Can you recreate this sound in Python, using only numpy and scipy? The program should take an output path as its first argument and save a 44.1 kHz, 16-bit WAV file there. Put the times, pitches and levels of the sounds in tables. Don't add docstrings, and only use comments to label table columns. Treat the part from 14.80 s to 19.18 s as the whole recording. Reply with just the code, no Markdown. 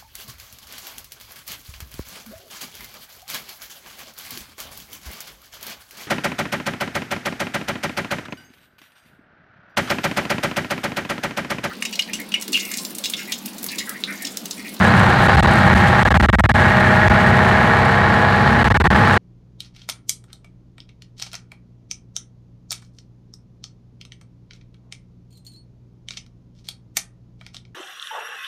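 import sys
import numpy as np
from scipy import signal
from scipy.fft import rfft, irfft
from scipy.io import wavfile
from scipy.ndimage import uniform_filter1d

SR = 44100
rng = np.random.default_rng(int(sys.argv[2]) if len(sys.argv) > 2 else 0)


def attenuation_scalar(level_db):
    decades = np.asarray(level_db, float) / 20
    return 10 ** decades


def int16_out(signal):
    q = np.round(np.clip(np.atleast_2d(signal).T, -1, 1) * 32767)
    wavfile.write(sys.argv[1], SR, q.astype(np.int16))


N = 193025
TIME = np.arange(N) / SR


def level(x, db):
    return x * attenuation_scalar(db) / np.sqrt(np.mean(x ** 2))


def walk(rate_hz):
    hold = int(SR / rate_hz)
    steps = np.repeat(rng.standard_normal(N // hold + 1), hold)
    return 1.07 * uniform_filter1d(uniform_filter1d(steps, hold), hold)[:N]


def colour(x, spectrum):
    hz, db = np.transpose(spectrum)
    size = 8192
    log_hz = np.log(np.fft.rfftfreq(size, 1 / SR) + 1)
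    gain_db = np.interp(log_hz, np.log(hz), db, left=db[0] - 36.5)
    cepstrum = irfft(gain_db * np.log(10) / 20)
    cepstrum[1:size // 2] *= 2
    cepstrum[size // 2 + 1:] = 0
    return signal.fftconvolve(x, irfft(np.exp(rfft(cepstrum))))[:N]


def ring(x, modes):
    return sum(attenuation_scalar(db) * signal.lfilter(*signal.iirpeak(hz, hz / width, SR), x) for hz, width, db in modes)


def ring_twice(x, hz, width_hz):
    return ring(ring(x, [(hz, width_hz, 0)]), [(hz, width_hz, 0)])


def blows(turns, places, db, scatter_db, slop_ms):
    cycle = np.arange(int(turns[-1]) + 1)[:, None]
    late, strong = rng.standard_normal((2, len(cycle), len(places)))
    at = np.interp(cycle + places, turns, np.arange(N)) + slop_ms * SR / 1000 * late
    at = np.clip(at, 0, N - 2).ravel()
    size = (attenuation_scalar(db + scatter_db * strong) * (cycle + places < turns[-1])).ravel()
    whole = at.astype(int)
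    part = at - whole
    return np.bincount(whole, size * (1 - part), N) + np.bincount(whole + 1, size * part, N)


def tones(turns, orders, waver_db, waver_turns):
    out = np.zeros(N)
    for order, db in orders:
        phase = order * turns + rng.random() + waver_turns * walk(9.6)
        out += attenuation_scalar(db + waver_db * walk(4.71)) * np.sin(2 * np.pi * phase)
    return out


# start_s, cycle_hz
ENGINE_SPEED = [
    (0, 15.7),
    (1.1, 15.8),
    (1.9, 16.0),
    (2.6, 16.22),
    (3.36, 16.4),
    (4.38, 16.62),
]


def engine_turns():
    return np.cumsum(np.interp(TIME, *np.transpose(ENGINE_SPEED))) / SR


# start_s, load_db, roughness_db
DRIVE = [
    (0, -1.5, 1.5),
    (.55, -4, 1.5),
    (.95, 1.5, 1),
    (1.4, 1.5, 3.5),
    (1.9, 4.5, 0.5),
    (2.5, 4, 0),
    (3.1, 0, -1),
    (3.7, -1, -2),
    (4.1, 1, 1.5),
    (4.38, -3.5, 1.5),
]


def driven(base_db, per_load, per_roughness):
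    start_s, load_db, roughness_db = np.transpose(DRIVE)
    load = np.interp(TIME, start_s, load_db)
    roughness = np.interp(TIME, start_s, roughness_db)
    return base_db + per_load * load + per_roughness * roughness


# cycle_multiple, level_db
BOOM_ORDERS = [(2, -30), (3, -2), (4, -9), (5, -12), (6, -1.5), (7, -12), (8, -4), (9, -13), (10, -12),
               (11, -12), (12, -3), (13, -20), (14, -4.5), (15, -17), (16, -24)]


def boom(turns):
    return level(tones(turns, BOOM_ORDERS, waver_db=1.5, waver_turns=.025), -15)


# pitch_hz, level_db per Hz
ROAD_SPECTRUM = [(21, -32), (35, -7), (75, -5.5), (108, -2), (225, -7.5), (280, -15), (371, -10.5),
                 (420, -45), (550, -26), (920, -120)]


def road():
    return attenuation_scalar(1.4 * walk(5.44)) * level(colour(rng.standard_normal(N), ROAD_SPECTRUM), -17.5)


CYLINDERS_DB = [
    -25,
    -16.5,
    -28.5,
    -17.5,
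    -19.5,
    -20.5,
]
# pitch_hz, level_db per Hz
CABIN = [(150, -45), (260, -7), (400, -5), (600, -2.5), (900, 0), (1200, -1), (1900, -3), (2050, -9),
         (3000, -14.5), (4300, -27.5), (5000, -35), (8000, -40), (11000, -47.5), (16000, -56.5)]
# pitch_hz, width_hz, level_db
PANELS = [(490, 70, -1), (632, 14, 2), (680, 16, 0), (715, 18, -1), (815, 60, 1), (885, 20, -1),
          (1050, 70, -3), (1180, 40, -2), (1335, 30, 2), (1434, 12, 5), (1500, 20, 2), (1600, 50, 0)]
# pitch_hz, width_hz, level_db
BLOCK = [(1675, 30, 6.5), (1785, 35, 5), (1845, 16, 3), (1882, 18, 6), (2137, 60, 2), (2266, 16, 3)]


def knock(turns, block_db, panel_db):
    firing = blows(turns, np.arange(6) / 6, np.array(CYLINDERS_DB), scatter_db=-4.0, slop_ms=0.19)
    valve_gear = blows(turns, rng.random(40), 4.0 * rng.standard_normal(40), scatter_db=2.5, slop_ms=.03)
    puff = signal.lfilter([1], [1, -np.exp(-1 / (0.051 * SR))], firing)
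    rasp = (puff + 2.1 * puff.mean()) * rng.standard_normal(N)
    shake = level(firing, -15) + level(valve_gear, -2) + level(rasp, -2)
    broad = level(colour(shake, CABIN), -17.5)
    near = blows(turns, np.arange(3) / 3 + .1, np.array([1.5, -4, -2.5]), scatter_db=1.0, slop_ms=0.35)
    clack = level(ring_twice(near, 1870, 560), -28.5)
    return broad + attenuation_scalar(panel_db) * ring(broad, PANELS) + attenuation_scalar(block_db) * (ring(broad, BLOCK) + clack)


# cycle_multiple, level_db
GEARS = [
    (24, 0),
    (36, -5),
    (42, -6),
    (60, -6),
]


def gear_whine(turns):
    return level(tones(turns, GEARS, waver_db=1.8, waver_turns=.035), -28)


# cycle_multiple, plate_hz, width_hz, level_db (rms at the centre)
PLATES = [(28, 460, 16, -29), (39, 631, 15, -25), (44, 716, 18, -29), (51, 842, 34, -23.5),
          (51, 800, 12, -24.5), (52, 838, 20, -27), (53, 840, 20, -24), (66.3, 1085, 24, -28)]


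def plates(turns):
    out = np.zeros(N)
    for order, hz, width, db in PLATES:
        line = tones(turns, [(order, db + 3)], waver_db=1.5, waver_turns=.04)
        out += ring(ring(line, [(hz, width, 0)]), [(hz, 2 * width, 0)])
    return out


def hiss(db):
    grains = rng.standard_normal(N) * attenuation_scalar(2.6 * walk(150) + 1.2 * walk(12))
    treble = signal.butter(2, 5000, "high", fs=SR, output="sos")
    return attenuation_scalar(db) * level(signal.sosfilt(treble, colour(grains, CABIN)), -39.5)


def buzz(db):
    chatter = rng.standard_normal(N) * attenuation_scalar(1.24 * walk(60))
    centre_s, half_s, spell_db = .68, 0.2, 2.5
    db = db + spell_db * np.exp(-((TIME - centre_s) / half_s) ** 4)
    band = ring(ring(chatter, [(4065, 1140, 0)]), [(3880, 1570, 0)])
    return attenuation_scalar(db) * level(band, -40.0)


# start_s, level_db (the peak is 3 dB higher)
TICKS = [(0.0333, -29), (0.0444, -28), (0.0667, -29), (0.0794, -29), (0.167, -30), (0.1955, -25),
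         (0.3344, -36), (0.4359, -27), (0.4618, -31), (0.5474, -29), (0.5931, -24), (0.631, -24),
         (0.711, -26), (0.7352, -26), (0.7564, -26), (0.784, -28), (0.8659, -32), (0.8944, -35),
         (1.084, -29), (1.2111, -29), (1.5948, -23), (1.694, -25.5), (1.7534, -30), (1.8043, -36),
         (3.053, -34), (3.1194, -33), (3.5603, -33), (3.7294, -33), (4.3256, -30), (4.3394, -29)]


def ticks():
    length = 1024
    out = np.zeros(N + length)
    decay = np.exp(-np.arange(length) / SR / .004)
    for start_s, db in TICKS:
        hz = 7740 + 110 * (db + 29) + 410 * rng.standard_normal()
        tap = ring_twice(rng.standard_normal(length), hz, 4500) * decay
        start = int(start_s * SR)
        out[start:start + length] += attenuation_scalar(db + 3) * tap / np.abs(tap).max()
    return out[:N]


def scene():
    turns = engine_turns()
    whine_db = driven(-0.72, 0.041, 0.078)
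    rumble = attenuation_scalar(driven(0.46, -0.039, 0.53)) * (boom(turns) + road())
    clatter = attenuation_scalar(driven(0.28, -0.16, 0.35)) * knock(turns, block_db=driven(.5, 1, 0), panel_db=whine_db)
    whine = attenuation_scalar(whine_db) * gear_whine(turns) + plates(turns)
    trim = hiss(driven(9.6, 0.091, 1)) + buzz(driven(5, -.6, 0.2)) + ticks()
    return (rumble + clatter + whine + trim)[None]


# start_s, length_ms, swing_speed (full scales a second, signed by direction)
JOLTS = [(0.4764, 4.6, -399), (0.5601, 8.6, -579), (0.6075, 17.3, 491), (0.6645, 6.2, 338),
         (0.9402, 8.4, -467), (1.2334, 16.5, -409), (1.2878, 16.3, 407), (1.3281, 12.3, -342),
         (1.3757, 22.0, 537), (1.4142, 11.9, -622), (1.4618, 23.7, 590), (1.5021, 26.1, -467),
         (1.5553, 30.2, 584), (1.6083, 29.6, -545), (1.6639, 27.4, 450), (1.7191, 23.1, -400),
         (2.2844, 12.9, 379), (3.8325, 10.2, -307), (3.8849, 16.5, 416), (3.9246, 18.3, 377),
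         (3.9751, 24.2, 345), (4.022, 18.0, -414), (4.0772, 25.1, 399), (4.1408, 5.2, 473)]


def overload(x):
    cut = np.zeros_like(x)
    for start_s, length_ms, speed in JOLTS:
        since = TIME - start_s
        side = np.sign(speed)
        past_rail = 1.1 * abs(speed) * since * (1 - since * 1000 / length_ms) + .5
        cut += side * np.maximum(past_rail + side * x, 0)
    return x - cut


def band_limit(x):
    return signal.sosfilt(signal.butter(12, 16510, fs=SR, output="sos"), x)


def record(dry):
    bass_cut = signal.butter(6, 65, "high", fs=SR, output="sos")
    top_cut = signal.ellip(8, .2, 36, 15750, fs=SR, output="sos")
    drive_gain, ceiling = .82, 1.15
    thin = signal.sosfilt(bass_cut, overload(dry))
    soft = ceiling * np.tanh(drive_gain * thin / ceiling)
    mix = signal.sosfilt(top_cut, soft)
    return band_limit(mix)


dry = scene()
out = record(dry)
int16_out(out)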